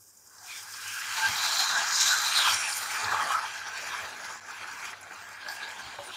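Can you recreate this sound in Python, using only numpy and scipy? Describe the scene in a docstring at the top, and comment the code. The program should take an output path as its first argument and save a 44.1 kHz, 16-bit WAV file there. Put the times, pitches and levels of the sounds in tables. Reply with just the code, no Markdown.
"""At a stove, close by, a silicone spatula stirs thick sauce round a non-stick saucepan.
The sauce squelches and the blade rubs the wet coating: noise made of tiny slips, shaped by steady and gliding bands.
The edge sings briefly where it catches (swelling tones), films snap (noise bursts) and pockets plop (rising tones).
The blade knocks softly on the pan, the pan rumbles and bumps on its grate, and a faint mains hum lies underneath."""
import sys
import numpy as np
from scipy import signal
from scipy.fft import rfft, irfft, next_fast_len
from scipy.io import wavfile
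from scipy.ndimage import uniform_filter1d, map_coordinates

SR = 44100
rng = np.random.default_rng(int(sys.argv[2]) if len(sys.argv) > 2 else 0)


def unload_audio(sound):
    """Save the sound as a 16-bit wav file, at the path given as the first command line argument."""
    columns = np.transpose(np.atleast_2d(sound))
    # keep every value between -1 and 1, then stretch to whole-number steps
    steps = np.round(np.clip(columns, -1, 1) * 32767)
    wavfile.write(sys.argv[1], SR, steps.astype(np.int16))


N = 272008


def amp(db):
    """Level law: decibels to an amplitude gain."""
    return 10 ** (np.asarray(db) / 20)


def unit(x):
    """Power normalisation: scale to rms 1."""
    return x / np.sqrt(np.mean(x ** 2) + 1e-20)


def along(points, hz):
    """Spectral envelope: (Hz, value) points joined on a logarithmic frequency axis."""
    f, v = np.transpose(points)
    return np.interp(np.log(hz + 1), np.log(f + 1), v)


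def curves(rows, t):
    """Temporal envelopes: each column after the time, interpolated at the times t."""
    s, *columns = np.transpose(rows)
    return [np.interp(t, s, column) for column in columns]


def wobble(rate):
    """Random modulation: a smooth curve through random knots, rate of them a second."""
    knots = rng.standard_normal(int(N * rate / SR) + 4)
    return map_coordinates(knots, [np.arange(N) * rate / SR])


def filtered(x, response):
    """Linear filtering: the spectrum of x times a response of frequency."""
    m = next_fast_len(N + SR // 2)
    return irfft(rfft(x, m) * response(np.fft.rfftfreq(m, 1 / SR)), m)[:N]


def bell(hz, centre, width):
    """Resonance: the power curve of one damped mode, width in Hz at half height."""
    return 1 / (1 + (2 * (hz - centre) / width) ** 2)


def swell(t, start, length, attack, release):
    """Linear envelope: rise from 0 to 1, hold and fall back."""
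    return np.clip(np.minimum((t - start) / attack, (start + length - t) / release), 0, 1)


def add(track, s, sound):
    """Superposition: mix a sound into the track at s seconds."""
    part = track[max(round(s * SR), 0):][:len(sound)]
    part += sound[:len(part)]


HUM_HZ, HUM_DB = 100, -79  # rms level before it wavers


def mains_hum():
    """Periodic excitation: a pure tone whose level wavers slowly."""
    t = np.arange(N) / SR
    return amp(HUM_DB + 3 * wobble(9)) * unit(np.sin(2 * np.pi * HUM_HZ * t))


# Colour of the grate's rumble. Each row: frequency in Hz, relative level in dB.
GRATE_COLOUR = [(20, -33), (40, -34), (60, -1), (80, -3), (100, 11.5), (120, -8), (160, -5.5), (195, -4),
                (250, -5), (400, -2.5), (650, -7), (1200, -23.5)]
RUMBLE_DB, RUMBLE_FOLLOWS = -65, 0.2  # level at the mean push; dB of rumble per dB of push


def grate_rumble():
    """Structure-borne noise: the pan rumbles on its grate as the sauce is pushed."""
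    t = np.arange(N) / SR
    push_db = curves(SAUCE_COURSE, t)[0] + strokes(t)[0]
    rocking = amp(RUMBLE_DB + RUMBLE_FOLLOWS * (push_db - push_db.mean()))
    return rocking * unit(filtered(rng.standard_normal(N), lambda hz: amp(along(GRATE_COLOUR, hz))))


# Bumps of the pan on its grate. Each row: crest in seconds, rms level at the crest in dB.
GRATE_BUMPS = [(1.305, -47.5), (2.53, -51.5), (3.07, -51), (3.15, -56), (3.91, -56), (4.03, -59),
               (5.87, -56), (6.01, -60)]
# Colour of a bump. Each row: frequency in Hz, relative level in dB.
THUD_COLOUR = [(20, -26), (45, -26), (70, -1), (110, 1), (150, -13.5), (220, -13.5), (400, -16.5),
               (700, -46)]
BUMP_S = 0.037  # from the crest to 1/e


def grate_bumps():
    """Impact noise: low noise swells and falls as the pan bumps on its grate."""
    t = np.arange(N) / SR
    bumps = sum(amp(db) * np.exp(-((t - s) / BUMP_S) ** 2) for s, db in GRATE_BUMPS)
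    return bumps * unit(filtered(rng.standard_normal(N), lambda hz: amp(along(THUD_COLOUR, hz))))


def kitchen(x, t60=0.046):
    """Reverberation: a short decaying noise response answers from the hob and the walls."""
    t = np.arange(SR // 3) / SR
    tail = rng.standard_normal(len(t)) * amp(-60 * t / t60) * (t > .002)
    return signal.fftconvolve(x, tail / np.linalg.norm(tail))[:N]


# Soft knocks of the blade on the pan. Each row: start in seconds, peak level in dB.
BLADE_KNOCKS = [(5.9865, -27), (6.0005, -36)]
# Modes a knock excites. Each row: frequency in Hz, relative level in dB, 60 dB decay time in seconds.
PAN_KNOCK_MODES = [(572, -1.5, 0.13), (790, 4, 0.03), (1040, -2, 0.04), (1570, -3, .03), (2320, -5, 0.03)]


def knocks(splat_db=-8, splat_hz=820, splat_width_hz=600, splat_t60=0.07):
    """Modal impact: the soft blade bumps the pan and squashes sauce; the lowest mode rings longest."""
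    t, out = np.arange(SR // 5) / SR, np.zeros(N)
    hz = np.fft.rfftfreq(len(t), 1 / SR)
    squash = 1 - np.exp(-t / .001)  # the silicone gives way first
    ring = sum(amp(db - 60 * t / t60) * np.sin(2 * np.pi * mode_hz * t)
               for mode_hz, db, t60 in PAN_KNOCK_MODES)
    for s, db in BLADE_KNOCKS:
        noise = rfft(rng.standard_normal(len(t)))
        splat = unit(irfft(noise * bell(hz, splat_hz, splat_width_hz) ** 2, len(t)))
        blow = squash * (ring + amp(splat_db - 60 * t / splat_t60) * splat)
        add(out, s, amp(db) * blow / np.abs(blow).max())
    return out


# Sauce pockets that plop shut behind the blade.
# Each row: start in seconds, level in dB before attack and decay, starting frequency in Hz.
POCKET_PLOPS = [(2.474, -16.5, 948), (3.121, -17, 1200), (3.135, -18, 830), (3.145, -13.5, 1140),
                (3.197, -16, 1230), (3.342, -24, 1150), (3.955, -26, 1140)]


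def plops(t60=0.02, rise_per_s=6, attack_s=.0008):
    """Cavity resonance: a closing pocket rings briefly and rises in pitch as it shrinks."""
    t, out = np.arange(SR // 10) / SR, np.zeros(N)
    for s, db, hz in POCKET_PLOPS:
        phase = 2 * np.pi * np.cumsum(hz * (1 + rise_per_s * t)) / SR
        add(out, s, amp(db - 60 * t / t60) * (1 - np.exp(-t / attack_s)) * np.sin(phase))
    return out


# Bubbles and sauce films that snap.
# Each row: start in seconds, level in dB before the common gain and decay, centre frequency in Hz.
FILM_SNAPS = [(0.171, -40, 6960), (0.272, -39, 7300), (0.383, -38, 5500), (0.738, -28.5, 5060),
              (1.5702, -14, 4120), (1.599, -14.5, 4200), (1.6168, -20, 4000), (2.3724, -15, 3970),
              (2.725, -20, 4800), (3.0435, -22, 4330), (3.6689, -29, 5590), (3.775, -31, 7400),
              (4.9308, -25, 1710), (5.011, -35.5, 10300), (5.03, -35.5, 6900), (5.463, -27.5, 1400),
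              (5.4858, -23, 4860), (5.631, -28, 3950)]


def snaps(t60=0.052, width_hz=1300, gain_db=-10):
    """Transient noise: each bursting film gives a short crack around its own pitch."""
    t, out = np.arange(SR // 10) / SR, np.zeros(N)
    hz = np.fft.rfftfreq(len(t), 1 / SR)
    for s, db, centre in FILM_SNAPS:
        noise = rfft(rng.standard_normal(len(t)))
        crack = unit(irfft(noise * bell(hz, centre, width_hz), len(t)))
        add(out, s, amp(db + gain_db - 60 * t / t60) * crack)
    return out


# Catches of the edge that make the pan sing. Each row: crest in seconds, rms level there in dB
# before flutter, frequency there in Hz before drift, time from the crest to 1/e in seconds.
EDGE_RINGS = [(0.455, -56.5, 734, 0.041), (0.505, -47.5, 2480, 0.025), (0.552, -46, 3530, 0.0082),
              (1.222, -35, 890, 0.043), (1.248, -27, 1590, 0.03), (1.772, -26, 1650, 0.008),
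              (2.134, -30.5, 1513, 0.015), (3.312, -27.5, 1103, 0.015), (3.355, -31.5, 1344, 0.021)]


def rings(wander_hz=27, glide_hz_per_s=-100, rough_db=3):
    """Frictional excitation: each catch of the edge swells into a short, slightly unsteady tone."""
    t, out = np.arange(N) / SR, np.zeros(N)
    drift_hz, flutter_db = wander_hz * wobble(120), rough_db * wobble(140)
    for s, db, hz, length in EDGE_RINGS:
        phase = 2 * np.pi * np.cumsum(hz + drift_hz + glide_hz_per_s * (t - s)) / SR
        out += amp(db + flutter_db) * np.exp(-((t - s) / length) ** 2) * np.sqrt(2) * np.sin(phase)
    return out


# Strokes of the spatula over the slow course. Each row: start in seconds, length in seconds,
# lift of the sauce in dB, lift of the scrape in dB, lift of the hiss and fizz in dB.
SPATULA_STROKES = [(0.429, 0.22, 2, 12, 5.5), (1.122, 0.27, 3, 4.5, 2.5), (1.34, 0.39, 2, 6, 4.5),
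                   (1.68, 0.19, 6, 3.5, 0.5), (1.898, 0.28, -1, 7.5, 7), (2.342, 0.26, 4.5, 7, 1.5),
                   (2.688, 0.13, -3.5, 1, 3.5), (3.023, 0.27, 7, -1.5, -3), (3.227, 0.26, 4.5, -1, -3),
                   (3.74, 0.093, 3, 11, 3), (3.808, 0.28, 3, 5, 2), (4.189, 0.23, 5.5, 4.5, 8),
                   (4.438, 0.22, 5, 1.5, 5), (4.594, 0.31, 6.5, 1.5, 3.5), (4.798, 0.15, 6, 9.5, 7),
                   (5.053, 0.21, 3.5, 3.5, 1), (5.426, 0.14, 3.5, -1.5, 3), (5.588, 0.17, 1.5, 3, -2.5),
                   (5.81, 0.19, 2.5, 2.5, 0), (6.086, 0.144, -4.5, 9, 4)]
STROKE_ATTACK_S, STROKE_RELEASE_S = 0.055, 0.083


def strokes(t):
    """Amplitude modulation: the dB lifts that strokes give to the sauce, the scrape and the spray."""
    return sum(np.outer(lifts, swell(t, s, length, STROKE_ATTACK_S, STROKE_RELEASE_S))
               for s, length, *lifts in SPATULA_STROKES)


BAND_FADE_S = 0.05  # each band comes and goes over this time


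def moving_bands_db(rows, hz, t):
    """Time-varying filtering: bands that swell, hold steady or glide, and fade, frequency by time."""
    return sum(db * swell(t, s, length, BAND_FADE_S, BAND_FADE_S)
               * bell(hz, np.interp(t, [s, s + length], [from_hz, to_hz]), width)
               for s, length, from_hz, to_hz, width, db in rows)


# Brief squeaks and gulps, where a cavity or the edge rings. Each row: crest in seconds,
# frequency in Hz, width in Hz, time in seconds from the crest to 1/e of the lift, lift in dB.
BRIEF_SQUEAKS = [(0.396, 4270, 900, 0.039, 8), (0.526, 2290, 300, .06, 12.5), (0.527, 3550, 500, 0.11, 11),
                 (0.97, 1340, 170, 0.04, 9), (2.13, 1516, 250, 0.045, 14.5), (2.37, 4060, 475, 0.026, 8),
                 (2.464, 1320, 500, 0.039, 10), (2.563, 5600, 350, 0.09, 10), (2.655, 2630, 400, 0.035, 12),
                 (3.317, 3050, 400, 0.059, 14.5), (3.334, 1244, 200, 0.1, 15.5),
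                 (3.444, 1030, 350, 0.016, 13.5), (3.945, 1050, 450, 0.016, 9.5),
                 (5.499, 780, 380, 0.038, 12), (5.51, 4580, 600, .025, 15), (5.528, 13400, 2800, 0.046, 14),
                 (5.642, 3800, 550, 0.032, 14), (5.804, 1550, 250, 0.019, 11),
                 (6.066, 9450, 1800, 0.026, 19), (6.112, 1510, 500, 0.021, 10.5)]


def squeak_db(hz, t):
    """Transient resonance: the lift of the brief squeaks, frequency by time."""
    return sum(db * bell(hz, centre, width) * np.exp(-((t - s) / length) ** 2)
               for s, centre, width, length, db in BRIEF_SQUEAKS)


# The pan's resonances, damped by the sauce. Each row: frequency in Hz, width in Hz, lift in dB.
PAN_RESONANCES = [(687, 70, 3.5), (860, 54, 3), (1193, 40, 3), (1616, 170, 2), (2385, 110, 3),
                  (3217, 130, 5.5), (3985, 170, 3.5), (4710, 100, 4), (5560, 120, 3.5), (7300, 150, 2.5)]
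# Bands that stand out in the rubbing, steady or gliding. Each row: start in seconds,
# length in seconds, starting frequency in Hz, final frequency in Hz, width in Hz, lift in dB.
STRONG_BANDS = [(0.524, 0.59, 5050, 5150, 500, 5), (0.62, 0.53, 1630, 1630, 170, 5),
                (0.82, 0.26, 2790, 2850, 800, 10), (1.337, 0.28, 3960, 4180, 700, 12.5),
                (1.545, 0.27, 4180, 3860, 754, 17), (1.897, 0.45, 3910, 3970, 940, 17),
                (2.333, 0.18, 4220, 2930, 1250, 16), (2.026, 0.19, 7668, 9300, 1728, 6.5),
                (2.247, 0.81, 9200, 9600, 1631, 16), (2.025, 0.23, 12100, 12600, 1600, 12),
                (2.24, 0.34, 12600, 13400, 1900, 15), (2.72, 0.33, 12700, 14300, 1300, 14),
                (3.19, 0.38, 9300, 10700, 1728, 10), (3.548, 1.6, 10300, 10800, 1310, 8.5),
                (3.6, 1.8, 14500, 14900, 1700, 2.5), (2.85, 1.2, 2470, 2550, 900, 4),
                (3.738, 2.04, 2480, 2150, 1000, 5), (5.04, 0.18, 3500, 4300, 1500, 6),
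                (3.54, 1.4, 1650, 1580, 162, 1.5), (5.35, 0.37, 1610, 1700, 190, 13),
                (6.08, 0.22, 2680, 5000, 1400, 15)]
# Bands where the rubbing is weaker. Each row: start in seconds, length in seconds,
# starting frequency in Hz, final frequency in Hz, width in Hz, cut in dB.
WEAK_BANDS = [(0.0, 0.64, 10200, 11200, 1500, 5), (0.3, 2.1, 620, 600, 180, 6),
              (3.5, 1.8, 9100, 9400, 1020, 4.5), (4, 2, 12700, 12600, 1300, 7),
              (5.5, 0.6, 13500, 14360, 4000, 3)]
# the low-mid part of the rubbing grows later
LATE_LOW_HZ, LATE_LOW_WIDTH_HZ, LATE_LOW_DB = 263, 880, 12
FOLD_S = 2.9  # the cream folds in around this time


def resonance_db(hz, t):
    """Modal filtering: pan modes, later low-mids, strong and weak bands, frequency by time."""
    lift = sum(db * bell(hz, centre, width) for centre, width, db in PAN_RESONANCES)
    growth = np.interp(t, [FOLD_S - .5, FOLD_S + 2], [0, 1])
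    lift = lift + LATE_LOW_DB * growth * bell(hz, LATE_LOW_HZ, LATE_LOW_WIDTH_HZ)
    return lift + moving_bands_db(STRONG_BANDS, hz, t) - moving_bands_db(WEAK_BANDS, hz, t)


def slips(rate, spread_db, share):
    """Stick-slip noise: pops of uneven size, with a share of the power, over a smooth rub."""
    sizes = rng.standard_normal(N) * amp(spread_db * np.clip(rng.standard_normal(N), -2, 2))
    pops = unit(sizes * (rng.random(N) < rate / SR))
    share = np.clip(share, 0, 1)
    return np.sqrt(share) * pops + np.sqrt(1 - share) * rng.standard_normal(N)


SMOOTH_SHARE, LUMPY_SHARE = 0.5, 0.87  # share of the full pocket depth before and after the fold


def rub(drive, colour, patchy_db, size):
    """Source and filter: slips pass resonances and shifting pockets (size bins wide).
    The gain has rms 1 over frequency at each instant; squeaks stand out above that."""
    hz, t, z = signal.stft(drive, SR, nperseg=1024)
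    pockets = uniform_filter1d(rng.standard_normal(z.shape), size=size, axis=0)
    pockets = uniform_filter1d(pockets, size=5, axis=1)
    # the sauce tears into deeper pockets as the cream folds in
    lumpy = np.interp(t, [FOLD_S - .5, FOLD_S + .5], [SMOOTH_SHARE, LUMPY_SHARE])
    pocket_db = patchy_db * lumpy * unit(pockets)
    gain = amp(along(colour, hz)[:, None] + resonance_db(hz[:, None], t) + pocket_db)
    gain = gain / np.sqrt(np.mean(gain ** 2, axis=0)) * amp(squeak_db(hz[:, None], t))
    return signal.istft(z * gain, SR, nperseg=1024)[1][:N]


# Slow course of the pushed sauce, before stroke lifts and flutter.
# Each row: time in seconds, squelch level in dB, deep slosh in dB relative to it before a small trim.
SAUCE_COURSE = [(0.0, -76.5, 0.5), (0.26, -70.5, -3), (0.36, -59, -2), (0.96, -40.5, -12.5),
                (1.33, -38, -3), (2.22, -33, -6.5), (2.76, -39.5, -2.5), (2.9, -35.5, -9),
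                (3.05, -36.5, -2.5), (3.42, -42, -2.5), (3.55, -41, -7.5), (4.09, -43.5, -3),
                (4.44, -49.5, -5.5), (5.1, -50.5, -3), (5.38, -46, -8.5), (5.64, -42.5, -6),
                (5.74, -48, -1), (6.17, -50.5, 2.5)]
# Colours of the slosh and the squelch. Each row: frequency in Hz, relative level in dB.
SLOSH_COLOUR = [(40, -46), (150, -24), (200, -22), (344, -17.5), (440, -13.5), (570, -13.5), (680, -6),
                (800, 1), (1150, 4), (1300, -45), (1600, -57)]
SQUELCH_COLOUR = [(850, -48), (1150, -5), (1540, 2), (1760, -4), (2000, -8.5), (2400, -38), (5000, -53)]


def sauce(push_db):
    """Viscous flow noise: the pushed sauce sloshes deeply and squelches in the pan's hollow."""
    squelch_db, depth_db = curves(SAUCE_COURSE, np.arange(N) / SR)
    slosh_slips = slips(rate=700, spread_db=2.8, share=0.3)
    slosh = amp(depth_db - 0.52) * rub(slosh_slips, SLOSH_COLOUR, patchy_db=3.8, size=5)
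    squelch_slips = slips(rate=860, spread_db=2.5, share=0.37)
    squelch = rub(squelch_slips, SQUELCH_COLOUR, patchy_db=3.5, size=7)
    return amp(squelch_db + push_db + 0.48 * wobble(16)) * (slosh + squelch)


TEARS_PER_S, TEAR_S, TEAR_SIZE = 36, 0.006, 0.33  # rate; decay to 1/e; jump scale over the steady gain


def tearing():
    """Shot noise: a gain of rms 1 jumps each time a wet film tears and dies away quickly."""
    jumps = TEAR_SIZE * np.minimum(rng.exponential(size=N), 2) * (rng.random(N) < TEARS_PER_S / SR)
    return unit(1 + signal.lfilter([1], [1, -np.exp(-1 / (TEAR_S * SR))], jumps))


# Slow course of the blade's rubbing, duller once the cream is folded in; before trims, strokes and
# flutter. Each row: time in seconds, scrape level in dB, hiss level in dB, fizz level in dB.
BLADE_COURSE = [(0.0, -81, -61.5, -57), (0.32, -74, -59, -59), (0.37, -70, -54.5, -56.5),
                (0.89, -41.5, -42, -43), (1.61, -35.5, -36.5, -43.5), (1.97, -38.5, -32.5, -46.5),
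                (2.26, -29.5, -31.5, -38), (2.62, -37, -36, -38), (2.8, -39.5, -39.5, -38),
                (3.05, -36.5, -39.5, -47), (3.3, -39, -40, -41), (3.55, -43.5, -45, -54),
                (3.7, -46.5, -48.5, -58), (3.82, -44.5, -46, -53), (4.15, -46.5, -50.5, -54.5),
                (4.41, -56, -54.5, -66), (4.59, -47, -57, -60.5), (4.89, -50, -53, -59),
                (4.95, -54, -60, -65), (5.24, -54, -53.5, -58.5), (5.46, -47, -60, -62),
                (5.51, -47, -51, -53), (5.85, -47, -53, -57), (6.17, -51, -56, -58)]
# Colours of the scrape, the hiss and the fizz. Each row: frequency in Hz, relative level in dB.
SCRAPE_COLOUR = [(1500, -29), (2000, -2), (2390, 1), (2900, -3.5), (3550, -4.5), (4700, -2), (5500, -22),
                 (9000, -50)]
HISS_COLOUR = [(4200, -44), (4850, -0.5), (5780, 1), (7170, 0), (8100, -13.5), (8600, -15.5), (10500, -56)]
FIZZ_COLOUR = [(4000, -43), (6000, -22.5), (8400, -3), (9880, -5.5), (12300, -8), (14400, -8), (15500, -14)]
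RUB_PATCHY_DB = 3.5  # how unevenly the coating rubs across the spectrum, at full pocket depth


def blade(press_db, spray_db):
    """Sliding friction: the blade scrapes the wet coating while tearing films hiss and fizz."""
    scrape_db, hiss_db, fizz_db = curves(BLADE_COURSE, np.arange(N) / SR)
    scrape_slips = slips(rate=1400, spread_db=1.5, share=0.37)
    scrape = rub(scrape_slips, SCRAPE_COLOUR, patchy_db=RUB_PATCHY_DB, size=13)
    scrape = amp(scrape_db + press_db - 0.46) * scrape
    wet = slips(rate=1400, spread_db=0.0, share=0.22)  # one crackle runs through the whole treble
    hiss = amp(hiss_db - 1.46) * rub(wet, HISS_COLOUR, patchy_db=RUB_PATCHY_DB, size=15)
    fizz = amp(fizz_db - 3.0) * rub(wet, FIZZ_COLOUR, patchy_db=RUB_PATCHY_DB, size=22)
    spray = (hiss + fizz) * tearing() * amp(spray_db + 0.88 * wobble(55))
    return scrape + spray


def stirring():
    """Common modulation: strokes push sauce and blade, and the sticky drag flutters both together."""
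    push_db, press_db, spray_db = strokes(np.arange(N) / SR)
    return (sauce(push_db) + blade(press_db, spray_db)) * amp(0.84 * wobble(40))


def scene():
    """Direct and reverberant sound: the pan close by, a little of the kitchen, and the stove."""
    pan = stirring() + rings() + snaps() + plops() + knocks()
    stove = grate_rumble() + grate_bumps() + mains_hum()
    return (pan + amp(-14.5) * kitchen(pan) + stove)[None]


# An instant of silence. The row: start in seconds, end in seconds.
DROPOUT = (4.4005, 4.407)
TOP_HZ = 15650  # band limit


def record(dry):
    """Gating and band limiting: the sound drops out for an instant; nothing passes above the limit."""
    t = np.arange(N) / SR
    live = (t < DROPOUT[0]) | (t > DROPOUT[1])
    return filtered(dry[0] * live, lambda hz: hz < TOP_HZ)[None]


dry = scene()
out = record(dry)
unload_audio(out)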